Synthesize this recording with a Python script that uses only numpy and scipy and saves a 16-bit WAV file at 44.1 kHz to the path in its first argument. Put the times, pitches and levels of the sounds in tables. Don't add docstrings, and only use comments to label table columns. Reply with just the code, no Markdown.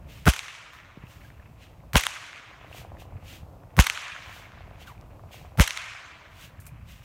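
import sys
import numpy as np
from scipy import signal
from scipy.fft import rfft, irfft
from scipy.io import wavfile
from scipy.ndimage import uniform_filter1d

SR = 44100
rng = np.random.default_rng(int(sys.argv[2]) if len(sys.argv) > 2 else 0)


def log_audio(samples):
    frames = np.atleast_2d(samples).T
    limited = np.clip(frames, -1, 1)
    pcm = np.round(limited * 32767).astype(np.int16)
    wavfile.write(sys.argv[1], SR, pcm)


N = 310464

# pitch_hz, gain_db
WIND_SPECTRUM = [(13, -48), (22, -9), (53, 1), (107, 1.5), (233, -14.5), (300, -23), (390, -50.5),
                 (660, -120)]
YARD_SPECTRUM = [(150, -28), (300, -4.5), (380, -10.5), (560, -6.5), (750, -9), (1100, -14.5),
                 (1800, -28.5), (3000, -37.5), (6000, -53)]
LEAF_SPECTRUM = [(500, -32), (1000, 2.5), (1700, -3.5), (2600, -1), (3600, -19.5), (8000, -42)]
HISS_SPECTRUM = [(500, -25.5), (2500, 1), (7500, -3), (10300, -6.5), (14700, -1.5), (16000, -10)]
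STALK_SPECTRUM = [(1500, -18), (5000, -11), (9000, -3.5), (10300, -8), (12000, -2), (16000, -11)]
GRASS_SPECTRUM = [(760, -46), (1300, -3.5), (2800, 5.5), (4930, -5.5), (6760, -6), (10400, -14),
                  (14600, -9.5), (15700, -13), (16500, -45)]
NEAR_SPECTRUM = [(180, -38.5), (300, -24), (1120, -5), (1660, -9), (2840, -5), (4990, -13.5), (6300, -9),
                 (13800, -28), (16000, -35.5)]
WOODS_SPECTRUM = [(250, -41), (500, -24.5), (650, -14), (850, -15), (1000, -7), (2200, 1), (3300, -5.5),
                  (4800, -13), (6400, -11.5), (9400, -22.5), (16000, -41.5)]
SPRAY_SPECTRUM = [(290, -35.5), (500, 0.5), (678, -4.5), (3020, 1), (4280, -13.5), (6330, -6.5),
                  (7640, -11), (11500, -11.5), (16000, -20)]
WHOOSH_SPECTRUM = [(150, -17.0), (250, 0.5), (330, -7), (550, -2.5), (750, -8.5), (1200, -21.0), (2500, -33.5)]

# time_s, level_db
WIND_LEVELS = [(0, -41.5), (.25, -49), (.7, -55.5), (1.1, -50), (1.85, -49), (2.3, -55.5), (3, -45),
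               (3.75, -47.5), (4.15, -49.5), (4.55, -46), (5.07, -43.5), (5.25, -51), (5.55, -48.5),
               (6, -52), (6.9, -46), (7.04, -50)]
YARD_LEVELS = [(0, -58), (1.5, -60.5), (2.6, -56), (3.5, -56), (4.6, -57.5), (5.4, -56.5), (6.2, -58),
               (7.04, -65.5)]
LEAF_LEVELS = [(0, -65.5), (1, -61.5), (1.55, -64.5), (1.9, -72.5), (2.65, -57), (2.85, -69), (3.26, -62.5),
               (3.5, -82), (3.75, -64), (4.77, -63.5), (5.2, -66.5), (5.6, -64), (6.4, -79), (6.67, -61.5),
               (7.04, -65.5)]
HISS_DB = -71.5

# time_s, count
ENGINE_CYCLES = [(0, -27), (2.7136, 0), (3.2259, 5), (3.7407, 10), (4.3643, 16), (4.7824, 20), (5.2029, 24),
                 (5.5202, 27), (7.1, 42)]
CYLINDER_PLACES = [0, .322, .66]
# time_s, first_cylinder_db, second_cylinder_db
KNOCK_LEVELS = [(0, -53.5, -52.5), (2.3, -45, -56.5), (2.7, -37, -31.5), (2.93, -32, -32.5),
                (3.2, -37, -50.5), (3.6, -39.5, -47.5), (4.3, -33, -32.5), (4.8, -40, -37.5),
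                (5.05, -54, -44), (5.3, -38, -34), (5.6, -43, -38.5), (6, -56.5, -60), (7.04, -53, -53)]
THIRD_CYLINDER_DB = -11
# pitch_hz, width_hz, level_db
BLOCK_MODES = [(480, 810, -8), (711, 210, 4.5), (950, 160, -9.5), (1350, 730, -5.5)]

# start_s, level_db, t60_s
CRACKLES = [(6.601, -52.5, 0.18), (6.655, -53, 0.037), (6.666, -44.5, 0.091)]
# start_s, length_s, level_db, first_hz, last_hz
SQUEAK = (4.866, .075, -46, 1620, 740)
# start_s, level_db, pitch_hz, decay_cycles
SNAPS = [(1.069, -51, 2694, 8), (1.199, -57, 1230, 5.3), (1.248, -54, 1630, 17), (1.303, -45, 1880, 2.4),
         (1.398, -50, 1750, 4.1), (1.8043, -55, 2120, 2.3), (1.8364, -52, 1040, 3),
         (2.7283, -41.5, 2743, 6), (2.97, -46.5, 1870, 2.07), (3.635, -50.5, 1650, 1.3),
         (5.012, -41.5, 4970, 0.5), (5.195, -45, 1130, 1.9), (5.331, -47, 2810, 1.68),
         (6.593, -50.5, 1733, 4), (4.979, -52, 2400, 3.4), (6.691, -52, 2400, 6.5)]
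# start_s, level_db, fall_hz (sets how far the thud falls towards 85 Hz)
HEELS = [(.9735, -33, 260), (1.038, -32, 170), (3.432, -33, 150), (6.592, -35, 110)]
# full_weight_s, attack_s, hold_s, release_s, level_db, bright_over_dull (half dB)
STEPS = [(0.097, .03, 0.081, 0.2, -54, 1), (0.735, .03, .01, .12, -53.5, 6.5),
         (1.108, 0.08, .01, 0.16, -55.5, 16), (1.233, 0.066, 0.045, .1, -62.5, 18),
         (1.624, 0.054, 0.0079, 0.12, -54.5, -41), (2.765, 0.086, 0.033, 0.07, -48, 6),
         (3.002, .03, 0.014, 0.052, -53, 5.5), (3.278, 0.058, 0.078, .08, -49.5, -1),
         (4.357, 0.266, 0.0144, 0.13, -47.5, 5.5), (4.82, .05, .005, 0.049, -49.5, -15),
         (4.874, .02, 0.0064, 0.075, -51.5, 10), (5.33, 0.0286, 0.018, 0.15, -49.5, 2),
         (6.419, .12, 0.032, .06, -48.5, 4), (6.89, 0.0336, 0.026, 0.19, -54, 5),
         (7.035, 0.014, .005, .02, -57.5, 12)]
STEP_EDGE_DB = -19.5

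# (arrival_s, peak_db)
ECHOES = [(2600, .0006, 700, [(1.9683, -4.5), (1.9703, -6), (1.979, -14.5), (3.8016, -10), (3.806, -15),
          (5.607, -14)]), (2640, 0.0046, 900, [(.335, -12.5), (2.008, -12), (3.842, -13), (5.648, -22.5)]),
          (3350, 0.0046, 740, [(.362, -15), (2.0358, -7.5), (3.8672, -2), (5.6761, -5.5)]),
          (2980, 0.00066, 460, [(.3921, -7.5), (2.067, 1), (3.8992, 4), (5.707, -2.5)]),
          (2400, 0.00097, 1150, [(.4824, -20), (2.33, -28), (4.163, -20.5), (3.9749, -9), (5.7738, -10.5)])]
DULL_HZ_S = 896
# pitch_hz, t60_s
WOODS_T60 = [(500, 2.5), (1000, 1.88), (2000, 1.363), (4000, 1.27), (8000, 1.006), (14000, 0.75)]

TICK_LEVELS = [-19, -19.5, -23.5, -30]
TICK_LEAD_S = .023
# slug_s, slug_db, end_pitch_hz, quick_extra_turns, flutter_db
BLASTS = [(.2841, -4, 52, .35, -5), (1.9612, -8.5, 48, .26, -12), (3.7942, -.5, 46, .39, -10),
          (5.6021, -2, 45, .4, -9.5)]
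FLUTTER_TURNS, FLUTTER_S, FLUTTER_EXPONENT = 1.25, .0062, .755
# shock_s, shock_db, bounce_delay_s, bounce_db, whoosh_db, swish_db, swish_hz,
# spray_db, spray_end_s, near_scatter_db, woods_db
CRACKS = [(0.2792, -5, .0024, -5, -20, -17, 1480, -17, 0.026, -24, -27),
          (1.9562, -.5, .0018, -4, -26, -28.5, 1290, -15, 0.028, -21.5, -25),
          (3.7902, -.5, .0018, -4, -28, -30, 1280, -13, 0.021, -20, -20.5),
          (5.5978, -1.5, .0018, -14, -25, -31, 1360, -15, 0.027, -21.5, -22)]

EDGE_HZ = 16000


def amp(db):
    return 10 ** (np.asarray(db) / 20)


def evened(x):
    return x / np.sqrt(np.mean(x ** 2) + 1e-20)


def read(points, hz):
    f, value = np.transpose(points)
    return np.interp(np.log(hz + 1), np.log(f + 1), value)


def follow(levels):
    return np.interp(np.arange(N) / SR, *np.transpose(levels))


def add(mix, start_s, sound):
    part = mix[round(start_s * SR):][:len(sound)]
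    part += sound[:len(part)]


def clock(length_s):
    return np.arange(round(length_s * SR)) / SR


def colour(x, spectrum, tilt_db=0):
    hz = np.fft.rfftfreq(len(x), 1 / SR)
    gain_db = read(spectrum, hz) + tilt_db * np.log2(hz / 4000 + 0.037)
    return evened(irfft(rfft(x) * amp(gain_db), len(x)))


def grains(count, spread_db):
    sign, chance = rng.standard_normal(count), rng.exponential(1, count)
    return sign * amp(spread_db * np.minimum(chance, 6))


def drift(count, cutoff_hz):
    lowpass = signal.butter(2, cutoff_hz, fs=SR, output="sos")
    return evened(signal.sosfilt(lowpass, rng.standard_normal(count)))


def hiss():
    return amp(HISS_DB + 0.45 * drift(N, 4)) * colour(rng.standard_normal(N), HISS_SPECTRUM)


def yard_hush():
    return colour(grains(N, .7), YARD_SPECTRUM) * amp(follow(YARD_LEVELS) + 1.1 * drift(N, 9.5))


def leaves():
    return colour(grains(N, 4.8), LEAF_SPECTRUM) * amp(follow(LEAF_LEVELS) + 3.3 * drift(N, 25))


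def wind():
    return colour(rng.standard_normal(N), WIND_SPECTRUM) * amp(follow(WIND_LEVELS) + 2.03 * drift(N, 14))


def engine():
    time_s, done = np.transpose(ENGINE_CYCLES)
    out, t, whole = np.zeros(N), clock(.02), np.arange(done[0], done[-1])
    ring = 0
    for hz, width_hz, db in BLOCK_MODES:
        ring = ring + amp(db) * np.sin(2 * np.pi * hz * t) * np.exp(-np.pi * width_hz * t)
    ring = ring * (1 - np.exp(-(t / 0.00055) ** 2))
    level_s, first_db, second_db = np.transpose(KNOCK_LEVELS)
    levels_db = (first_db, second_db, second_db + THIRD_CYLINDER_DB)
    for place, cylinder_db in zip(CYLINDER_PLACES, levels_db):
        firings_s = np.interp(whole + place, done, time_s)
        for firing_s, luck in zip(firings_s, rng.standard_normal(len(whole))):
            knock_db = 1.1 * luck + np.interp(firing_s, level_s, cylinder_db)
            add(out, firing_s, -amp(knock_db) * ring)
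    return out


def crackle(start_s, db, t60_s):
    t = clock(.08)
    return start_s, amp(db - 60 * t / t60_s) * colour(grains(len(t), 1.9), STALK_SPECTRUM)


def squeak(start_s, length_s, db, first_hz, last_hz):
    t = clock(length_s)
    glide_hz = first_hz * (last_hz / first_hz) ** (t / length_s)
    rough_hz = glide_hz * (1 + 0.0733 * drift(len(t), 260))
    phase = 2 * np.pi * np.cumsum(rough_hz) / SR
    throb = 1 + 0.4 * np.cos(2 * np.pi * 50 * (t - .014))
    shape = np.minimum(t / 0.0068, 1) * amp(-16 * (t / length_s) ** 5.1)
    return start_s, amp(db) * shape * throb * (np.sin(phase) + 0.296 * np.sin(2 * phase))


def snap(start_s, db, hz, cycles):
    t = clock(.05)
    return start_s, amp(db) * np.sin(2 * np.pi * hz * t) * np.exp(-t * hz / cycles) * 2.1


def heel(start_s, db, fall_hz):
    t = clock(.05)
    turns = 85 * t + (fall_hz - 85) * 0.0058 * (1 - np.exp(-t / 0.0039))
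    return start_s, -amp(db) * 1.25 * np.sin(2 * np.pi * turns) * np.exp(-t / 0.0076)


def step(full_s, attack_s, hold_s, release_s, db, brightness):
    lead_s = .4
    t = clock(.8) - lead_s
    away = np.maximum(-t / attack_s, 0) + np.maximum((t - hold_s) / release_s, 0)
    dull = colour(grains(len(t), 3.), GRASS_SPECTRUM, -2.)
    bright = colour(grains(len(t), 3.), GRASS_SPECTRUM, 2.)
    bright_share = 1 / (1 + amp(-brightness))
    blend = np.sqrt(1 - bright_share) * dull + np.sqrt(bright_share) * bright
    sound = amp(db + STEP_EDGE_DB * away ** 1.022) * blend
    cut = max(round((lead_s - full_s) * SR), 0)
    return max(full_s - lead_s, 0), sound[cut:]


def woods():
    t = clock(1.9)
    sparse = rng.random(len(t)) < 700 / SR
    trunks = grains(len(t), 0.95) + 2.8 * grains(len(t), 2.5) * sparse
    hz, frame_s, z = signal.stft(colour(trunks, WOODS_SPECTRUM), SR, nperseg=256)
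    patches = uniform_filter1d(rng.standard_normal(z.shape), size=5, axis=0)
    patches_db = 2.05 * evened(uniform_filter1d(patches, size=8, axis=1))
    decay_db = -60 * frame_s / read(WOODS_T60, hz)[:, None]
    tail = signal.istft(z * amp(patches_db + decay_db), SR, nperseg=256)[1][:len(t)]
    return tail / (1 + np.exp((.12 - t) / .035))


def echo(arrival_s, db, swing_hz, smear_s, bass_hz):
    t = clock(.02)
    delay_s = min(arrival_s - row[0] for row in CRACKS if row[0] < arrival_s)
    smear = np.exp(-(t / max(smear_s, 1e-4)) ** 2) + .06 * np.exp(-t / .004)
    response = .3 * grains(len(t), 1.5) * smear + (t == 0)
    highpass = signal.butter(4, bass_hz, "high", fs=SR, output="sos")
    sound = signal.sosfilt(highpass, np.convolve(response, shock(swing_hz, 1.0)))
    sound = signal.lfilter(*signal.iirnotch(4900, 4, SR), sound)
    treble_edge_hz = min(DULL_HZ_S / delay_s, .45 * SR)
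    sound = signal.lfilter(*signal.butter(2, treble_edge_hz, fs=SR), sound)
    return arrival_s, amp(db) * sound / abs(sound).max()


def tick(start_s, db):
    t = clock(.03)
    out = amp(-17.0) * grains(len(t), 1.9) * np.exp(-t / 0.011)
    add(out, 0, shock(2400))
    return start_s, amp(db) * out


def blast(slug_s, slug_db, end_hz, extra_turns, flutter_db):
    lead_s = .03
    t = clock(.09) - lead_s
    after, before = np.maximum(t, 0), np.maximum(-t, 0)
    turns = end_hz * after + extra_turns * (1 - np.exp(-after / .003))
    slug = -amp(slug_db) * np.sin(2 * np.pi * turns) * np.exp(-(after / 0.023) ** 2.54)
    swings = FLUTTER_TURNS * (before / FLUTTER_S) ** FLUTTER_EXPONENT
    flutter = np.sin(2 * np.pi * swings) * np.exp(-(before / 0.014) ** 2)
    build_up = .75 * np.exp(-((before - .0032) / .0016) ** 2)
    return slug_s - lead_s, slug + amp(flutter_db) * (flutter + build_up)


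def shock(swing_hz, spike=0.16):
    t = clock(.003)
    swing = -np.sin(2 * np.pi * (swing_hz * t) ** .63) * np.exp(-(t * swing_hz / 1.6) ** 2)
    bright = 0.18 * np.sin(2 * np.pi * 6500 * t) * np.exp(-t / 0.00049)
    return swing + bright + spike * (1 - t / .00006) * np.exp(-t / .00006)


def crack(shock_s, shock_db, bounce_s, bounce_db, whoosh_db, swish_db, swish_hz,
          spray_db, spray_end_s, near_db, woods_db):
    out, t, lead_s = np.zeros(2 * SR), clock(.1), .016
    whoosh = colour(grains(len(t), 0.94), WHOOSH_SPECTRUM)
    add(out, 0, amp(whoosh_db) * whoosh * np.exp(-((t - .016) / 0.013) ** 2))

    swish_spectrum = [(500, -22), (swish_hz * 0.84, -8), (swish_hz, 0), (swish_hz * 1.08, -10),
                      (3000, -20), (6000, -30), (16000, -36)]
    swish = colour(grains(len(t), 1.), swish_spectrum)
    surges = np.exp(-((t - .006) / 0.0036) ** 2) + 1.55 * np.exp(-((t - .013) / 0.0031) ** 2)
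    add(out, 0, amp(swish_db) * swish * surges)

    add(out, lead_s, amp(shock_db) * shock(2100))
    add(out, lead_s + bounce_s, amp(bounce_db) * shock(1295, .2))

    dip = 1 - .85 * np.exp(-((t - .0045) / .003) ** 4)
    spray_shape = dip / (1 + np.exp((t - spray_end_s) / .002))
    spray = colour(grains(len(t), 1.2), SPRAY_SPECTRUM)
    add(out, lead_s, amp(spray_db - 60 * t) * spray_shape * spray)

    t = clock(0.94)
    waver_db = 2.2 * drift(len(t), 90)
    near = colour(grains(len(t), 0.89), NEAR_SPECTRUM) / (1 + np.exp((.009 - t) / 0.0014))
    add(out, lead_s, amp(near_db - 60 * t / 0.64 + waver_db) * near)
    add(out, lead_s, amp(woods_db) * woods())
    return shock_s - lead_s, out


def scene():
    mix = hiss() + yard_hush() + leaves() + wind() + engine()
    sources = ((crackle, CRACKLES), (squeak, [SQUEAK]), (snap, SNAPS), (heel, HEELS), (step, STEPS),
               (blast, BLASTS), (crack, CRACKS))
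    for source, table in sources:
        for row in table:
            add(mix, *source(*row))
    for swing_hz, smear_s, bass_hz, arrivals in ECHOES:
        for arrival_s, db in arrivals:
            add(mix, *echo(arrival_s, db, swing_hz, smear_s, bass_hz))
    for row, db in zip(CRACKS, TICK_LEVELS):
        add(mix, *tick(row[0] - TICK_LEAD_S, db))
    return mix[None]


def record(dry):
    dry = signal.sosfiltfilt(signal.butter(2, 27, "high", fs=SR, output="sos"), dry)
    power = signal.lfilter(np.ones(900) / 900, 1, dry[0] ** 2)
    power_db = 10 * np.log10(abs(power) + 1e-12)
    sink_db = np.arange(N) * 37.0 / SR
    held_db = np.maximum.accumulate(power_db + sink_db) - sink_db
    over_db = np.maximum(held_db + 39.0, 0)
    lagged_db = signal.lfilter([1 / 1200], [1, 1 / 1200 - 1], over_db)
    ducked = dry / amp(0.29 * lagged_db)
    limited = ducked / (1 + abs(ducked) ** 6) ** (1 / 6)
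    lowpass = signal.firwin(511, EDGE_HZ, window=("kaiser", 9), fs=SR)
    return signal.oaconvolve(limited, lowpass[None], "same")


dry = scene()
out = record(dry)
log_audio(out)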